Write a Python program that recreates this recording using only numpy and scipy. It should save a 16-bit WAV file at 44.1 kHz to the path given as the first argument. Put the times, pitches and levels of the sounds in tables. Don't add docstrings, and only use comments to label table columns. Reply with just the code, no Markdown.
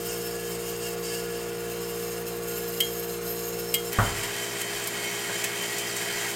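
import sys
import numpy as np
from scipy import signal
from scipy.fft import rfft, irfft, next_fast_len
from scipy.io import wavfile
from scipy.ndimage import map_coordinates

SR = 44100
rng = np.random.default_rng(int(sys.argv[2]) if len(sys.argv) > 2 else 0)


def master_out(mix):
    frames = np.transpose(np.atleast_2d(mix))
    ceiling = np.clip(frames, -1, 1)
    pcm = np.round(ceiling * 32767).astype(np.int16)
    wavfile.write(sys.argv[1], SR, pcm)


N = 280035
TIME_S = np.arange(N) / SR
BITE_S, BITE_RISE_S = 3.895, 0.066


def amp(db):
    return 10 ** (np.asarray(db) / 20)


def unit(x):
    return x / np.sqrt(np.mean(x ** 2) + 1e-20)


def ramp(start_s, rise_s):
    return np.clip((TIME_S - start_s) / rise_s, 0, 1)


def decay(start_s, t60, attack):
    age = np.maximum(TIME_S - start_s, 0)
    return amp(-60 * age / t60) * (1 - np.exp(-age / attack))


def wobble(rate):
    coarse = np.arange(0, N + 32, 32)
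    knots = rng.standard_normal(int(N * rate / SR) + 4)
    return np.interp(np.arange(N), coarse, map_coordinates(knots, [coarse * rate / SR]))


def filtered(x, response):
    size = next_fast_len(N + SR // 2)
    return irfft(rfft(x, size) * response(np.fft.rfftfreq(size, 1 / SR)), size)[:N]


def coloured(x, spectrum):
    freq_hz, gain_db = np.transpose(spectrum)
    return unit(filtered(x, lambda hz: amp(np.interp(np.log(hz + 1), np.log(freq_hz + 1), gain_db))))


def noise(spectrum):
    return coloured(rng.standard_normal(N), spectrum)


def ring(start_s, modes, attack):
    age = TIME_S - start_s
    return sum(amp(db) * np.sin(2 * np.pi * hz * age) * decay(start_s, t60, attack)
               for hz, db, t60 in modes)


def resonated(x, modes, swell_db):
    out = np.zeros(N)
    for hz, width_hz, db in modes:
        b, a = signal.iirpeak(hz, hz / width_hz, SR)
        out += amp(db + swell_db * wobble(11)) * signal.lfilter(b, a, x)
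    return unit(out)


def housing(x, wet_db, t60):
    t = np.arange(SR // 6) / SR
    echoes = rng.standard_normal(len(t)) * amp(-60 * t / t60) * (t > 0.001)
    wet = signal.fftconvolve(x, echoes / np.linalg.norm(echoes))[:N]
    return unit(x + amp(wet_db) * wet) * np.std(x)


# multiple, gain_db
HUM_SKIM = [(1, -17), (2, -13), (3, -7), (4, -24.5), (5, -24), (6, -5.5), (7, -5.5), (8, 1), (9, -16),
            (10, -23), (12, -12.5), (13, -24), (14, -25.5)]
HUM_BITE = [(1, -37), (2, -8), (3, -8), (4, -14), (5, -19.5), (6, -4), (7, 1.5), (8, -5), (9, -24),
            (10, -17), (11, -18), (12, -9)]
# freq_hz, gain_db
RUSH_EQ = [(15, -31), (45, -6), (90, -12), (170, -1), (270, -4.5), (420, -1.5), (680, -1), (850, -6),
           (1020, 0), (1250, -4.5), (1900, -5.5), (3500, -12.5), (9000, -18)]
# pitch_hz, width_hz, gain_db
PANEL_MODES = [(1432, 11, 5), (1654, 140, -10.5), (2075, 98, -12.5), (2410, 89, -11)]

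def motor():
    motor_hz = 58.27
    bite = ramp(BITE_S, BITE_RISE_S)
    turns = rng.random() + motor_hz * TIME_S + 0.0041 * wobble(9.4)

    def harmonic(k):
        return amp(0.74 * wobble(21.95)) * np.sin(2 * np.pi * k * (turns - k / 8))

    light = unit(sum(amp(db) * harmonic(k) for k, db in HUM_SKIM))
    loaded = unit(sum(amp(db) * harmonic(k) for k, db in HUM_BITE))
    hum = amp(-34) * (1 - bite) * light + amp(-39) * bite * loaded
    rush = amp(-42 + 0.73 * bite) * housing(noise(RUSH_EQ), wet_db=-3.5, t60=0.24)
    casing = amp(-51.5) * resonated(rng.standard_normal(N), PANEL_MODES, swell_db=1)
    return hum + rush + casing


# mesh_multiple, skim_db, bite_db
GEAR_TONES = [(.557, -62, -55.5), (1, -58.5, -54), (1.52, -56, -99), (2, -59.5, -57.5)]

def gears():
    skim_hz, bite_hz = 338.6, 336.0
    bite = ramp(BITE_S, BITE_RISE_S)
    mesh_cycles = np.cumsum(skim_hz + bite * (bite_hz - skim_hz)) / SR + 0.087 * wobble(5)
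    out = np.zeros(N)
    for k, skim_db, bite_db in GEAR_TONES:
        level = amp(skim_db + bite * (bite_db - skim_db) + 0.99 * wobble(14))
        out += level * np.sqrt(2) * np.sin(2 * np.pi * (k * mesh_cycles + rng.random()))
    return out


def fractures(rate, spread_db):
    hits = rng.random(N) < rate / SR
    return unit(hits * rng.standard_normal(N) * amp(spread_db * rng.standard_normal(N)))


def scraped(spectrum, modes, ring_db, rate, spread_db):
    hiss = housing(coloured(fractures(rate, spread_db), spectrum), wet_db=-2.5, t60=0.1)
    blade = resonated(fractures(rate, spread_db), modes, swell_db=2)
    return unit(hiss + amp(ring_db) * blade)


# start_s, hold_s, boost_db
CATCHES = [(0.035, 0.04, 4.5), (0.65, 0.01, 3.0), (0.795, 0.04, 7.5), (1.015, 0.13, 5.0), (2.47, 0.07, 2.5),
           (3.09, 0.02, 2.0)]
# centre_s, dip_db
HOLLOWS = [(0.58, 3), (0.995, 2), (2.245, 6), (2.41, 3), (3.2, 5.5)]

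def blade_pressure():
    attack_s, release_s, half_width_s = 0.033, 0.065, 0.025
    catch = sum(db * (ramp(start_s, attack_s) - ramp(start_s + attack_s + hold_s, release_s))
                for start_s, hold_s, db in CATCHES)
    hollow = sum(db * np.exp(-((TIME_S - centre_s) / half_width_s) ** 2) for centre_s, db in HOLLOWS)
    return catch, hollow


# time_s, scrape_db, sizzle_db
SKIM_FADERS = [(0.0, -41.5, -44), (1.58, -44.5, -50.5), (2.04, -42.5, -43.5), (2.38, -44.5, -44),
               (2.71, -42.5, -40.5), (3.38, -42.5, -41), (3.85, -41, -41.5)]
# freq_hz, gain_db
SCRAPE_EQ = [(2120, -45), (3600, -12.5), (5190, 2), (5660, -11.5), (6810, -0.5), (8050, -1), (8830, -2),
             (10400, -16), (13100, -13), (15800, -25)]
SQUEAL_EQ = [(1300, -7), (1650, -7), (2000, -17), (2800, 8), (3300, 2), (3800, -18.5)]
SIZZLE_EQ = [(5590, -23), (9500, -4), (11500, -9), (12500, 5), (13100, 3), (13500, -2), (14700, 2),
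             (15800, -6)]
# pitch_hz, width_hz, gain_db
EARLY_MODES = [(4730, 61, -2), (5320, 17, 5), (5960, 28, -0.5), (6720, 110, 0), (7020, 30, -1),
               (7610, 43, 1), (8750, 27, 4), (8530, 29, 0), (8980, 19, -1), (11160, 220, -7),
               (13100, 150, -5.5)]
SETTLED_MODES = [(4110, 63, -0.5), (5350, 49, 3), (6350, 89, -2), (6670, 50, 5), (7310, 41, 4.5),
                 (8130, 59, 0.5), (8750, 81, -3), (10050, 91, -3.5), (10930, 91, -4)]
SQUEAL_MODES = [(1688, 7.2, 3.5), (2200, 24, -10), (2666, 6.3, -1.5), (2820, 18, -2), (3100, 9.5, 0.5)]
SINGING_MODES = [(12100, 80, 6), (12700, 110, -3), (12750, 110, 5), (13230, 80, 0), (13750, 100, -3),
                 (14150, 110, -4)]

def skimming():
    times, *faders = np.transpose(SKIM_FADERS)
    scrape_db, sizzle_db = [np.interp(TIME_S, times, fader) for fader in faders]
    catch, hollow = blade_pressure()

    settle = ramp(start_s=1.07, rise_s=1.5)
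    early = scraped(SCRAPE_EQ, EARLY_MODES, ring_db=1.5, rate=16000, spread_db=-0.5)
    settled = scraped(SCRAPE_EQ, SETTLED_MODES, ring_db=2, rate=16000, spread_db=3.5)
    scrape = np.sqrt(1 - settle) * early + np.sqrt(settle) * settled
    scrape *= amp(scrape_db + 0.75 + catch - hollow)

    wear_db = 1.47 * TIME_S
    squeal = scraped(SQUEAL_EQ, SQUEAL_MODES, ring_db=4, rate=9000, spread_db=1.5)
    squeal *= amp(-46 - wear_db + 0.93 * catch - hollow)

    sing = ramp(start_s=1.63, rise_s=0.764)
    plain = housing(noise(SIZZLE_EQ), wet_db=9, t60=0.072)
    singing = scraped(SIZZLE_EQ, SINGING_MODES, ring_db=3, rate=17000, spread_db=1)
    sizzle = amp(2.5) * np.sqrt(1 - sing) * plain + amp(-0.5) * np.sqrt(sing) * singing
    sizzle *= amp(sizzle_db + 0.34 * catch - 1.7 * hollow + 2.2 * wobble(45))

    flutter = amp(1.34 * wobble(50) + 0.42 * wobble(15))
    return (1 - ramp(BITE_S, BITE_RISE_S)) * flutter * (scrape + squeal + sizzle)


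# start_s, crack_db, then one mode_db for each steel mode
CLINKS = [(2.8034, -17.5, -33, -31, -14.5, -19), (3.7408, -15, -28, -29, -34, -22)]
# pitch_hz, t60_s
STEEL_MODES = [(2121, 0.17), (2900, 0.18), (3090, 0.068), (3228, 0.21)]
# freq_hz, gain_db
CRACK_EQ = [(1060, -43), (1800, -15), (2100, -6), (2540, -11), (3110, -4), (3370, -27), (3720, -10.5),
            (5260, -9.5), (5710, -14.5), (8140, -3), (9500, -10), (11400, -12), (12700, -1.5), (15800, -15)]

def clinks():
    out = np.zeros(N)
    for start_s, crack_db, *mode_db in CLINKS:
        burst = decay(start_s, t60=0.041, attack=0.00028)
        tail = amp(-12.5) * decay(start_s, t60=0.15, attack=0.0038)
        modes = [(hz, db, t60) for (hz, t60), db in zip(STEEL_MODES, mode_db)]
        out += amp(crack_db) * (burst + tail) * noise(CRACK_EQ)
        out += ring(start_s, modes, attack=0.0024)
    return out


# freq_hz, gain_db
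RASP_EQ = [(290, -40), (500, -46), (650, -2), (708, -16), (777, -2.5), (1440, -11.5), (1910, -2.5),
           (2800, -5.5), (3180, -3.5), (3800, -25), (4940, -39), (8360, -120)]
SPRAY_EQ = [(2060, -11.5), (3500, -5), (4230, -5), (4920, -2.5), (5340, -8), (6490, -1), (7230, -1),
            (8300, -1.5), (9780, -7.5), (14100, -6), (15800, -18)]
# pitch_hz, width_hz, gain_db
RASP_MODES = [(662, 47, -4), (1000, 29, -7.5), (1666, 80, -0.5), (1920, 74, 2), (2170, 18, 5.5),
              (2485, 28, -1), (3090, 30, 5.5)]
SPRAY_MODES = [(4440, 29, 2.5), (4980, 390, -3), (5350, 75, -2), (5800, 150, -1.5), (7040, 110, 1.5),
               (7360, 170, 1), (8200, 150, 0), (12700, 110, -7)]

def biting():
    swell_db = 1.1 * (TIME_S - BITE_S)
    rasp = amp(-37 + 0.53 * wobble(40))
    rasp *= scraped(RASP_EQ, RASP_MODES, ring_db=2, rate=6000, spread_db=2)
    spray = amp(-37.5 + 0.81 * wobble(220))
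    spray *= scraped(SPRAY_EQ, SPRAY_MODES, ring_db=-2, rate=14000, spread_db=2)
    return ramp(BITE_S, BITE_RISE_S) * amp(swell_db + 0.75 * wobble(25)) * (rasp + spray)


def small_flakes(count):
    level_db, scatter_db, body_offset_db, top_offset_db = -24, 2, -6, -7
    starts = BITE_S + (N / SR - BITE_S) * (np.arange(count) + rng.random(count)) / count
    return [(start_s, level_db + scatter_db * rng.standard_normal(), body_offset_db, top_offset_db)
            for start_s in starts]


# start_s, level_db, body_offset_db, top_offset_db
LARGE_FLAKES = [(3.929, -19.5, -5, 1), (4.2338, -16.5, 0.5, -12), (4.613, -15.5, -15, -9),
                (4.8718, -15.5, -16, -0.5), (5.4405, -8.5, -2.5, -15), (5.7828, -14, -8, -21),
                (5.9643, -14, -7, -14)]

def snaps():
    middle, top, body = np.zeros((3, N))
    for start_s, level_db, body_offset_db, top_offset_db in LARGE_FLAKES + small_flakes(count=16):
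        middle += amp(level_db) * decay(start_s, t60=0.064, attack=0.00045)
        top += amp(level_db + top_offset_db) * decay(start_s, t60=0.058, attack=0.0004)
        body += amp(level_db + body_offset_db) * decay(start_s, t60=0.13, attack=0.001)
    return (amp(-12.5) * middle * noise([(2500, -15), (4200, -7), (8000, 0.5), (10500, -6.5)])
            + amp(-10) * top * noise([(6500, -18), (9000, -6), (13000, 0), (16000, -6.5)])
            + amp(-16) * body * noise([(900, -25), (1900, 7), (3200, 0), (5000, -20)]))


# start_s, clatter_db, boom_db, room_db
KNOCKS = [(3.986, -19, -15.5, -26), (5.294, -30.5, -49, -61)]
# pitch_hz, gain_db, t60_s
COUNTER_MODES = [(41, -12, 0.67), (72.5, -12, 0.16), (99, 2, 0.098), (104.4, -14, 0.68), (111, -14, 0.25),
                 (180, -8, 0.23), (243.6, -17.5, 0.39)]
# freq_hz, gain_db
CLATTER_EQ = [(88, -30), (150, -6), (408, -15), (665, -4), (800, -7), (925, -5), (1340, -5.5), (1490, -5.5),
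              (1790, -13.5), (2480, -21), (2800, -39), (3110, -26), (3500, -24), (4550, -57), (7700, -120)]

def knocks():
    rumble_eq = [(15, -20), (38, -10), (110, 3), (170, -14), (400, -30.5)]
    out = np.zeros(N)
    for start_s, clatter_db, boom_db, room_db in KNOCKS:
        clatter = amp(clatter_db) * decay(start_s, t60=0.12, attack=0.00092)
        room = amp(room_db) * decay(start_s, t60=0.67, attack=0.013)
        rumble = amp(-12) * decay(start_s, t60=0.74, attack=0.0085) * noise(rumble_eq)
        out += (clatter + room) * noise(CLATTER_EQ)
        out += amp(boom_db) * (ring(start_s, COUNTER_MODES, attack=0.0022) + rumble)
    return out


def scene():
    mono = motor() + gears() + skimming() + clinks() + biting() + snaps() + knocks()
    return np.array([mono, mono])


def record(dry):
    cutoff_hz = 15900
    return np.array([filtered(channel, lambda hz: hz < cutoff_hz) for channel in dry])


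dry = scene()
out = record(dry)
master_out(out)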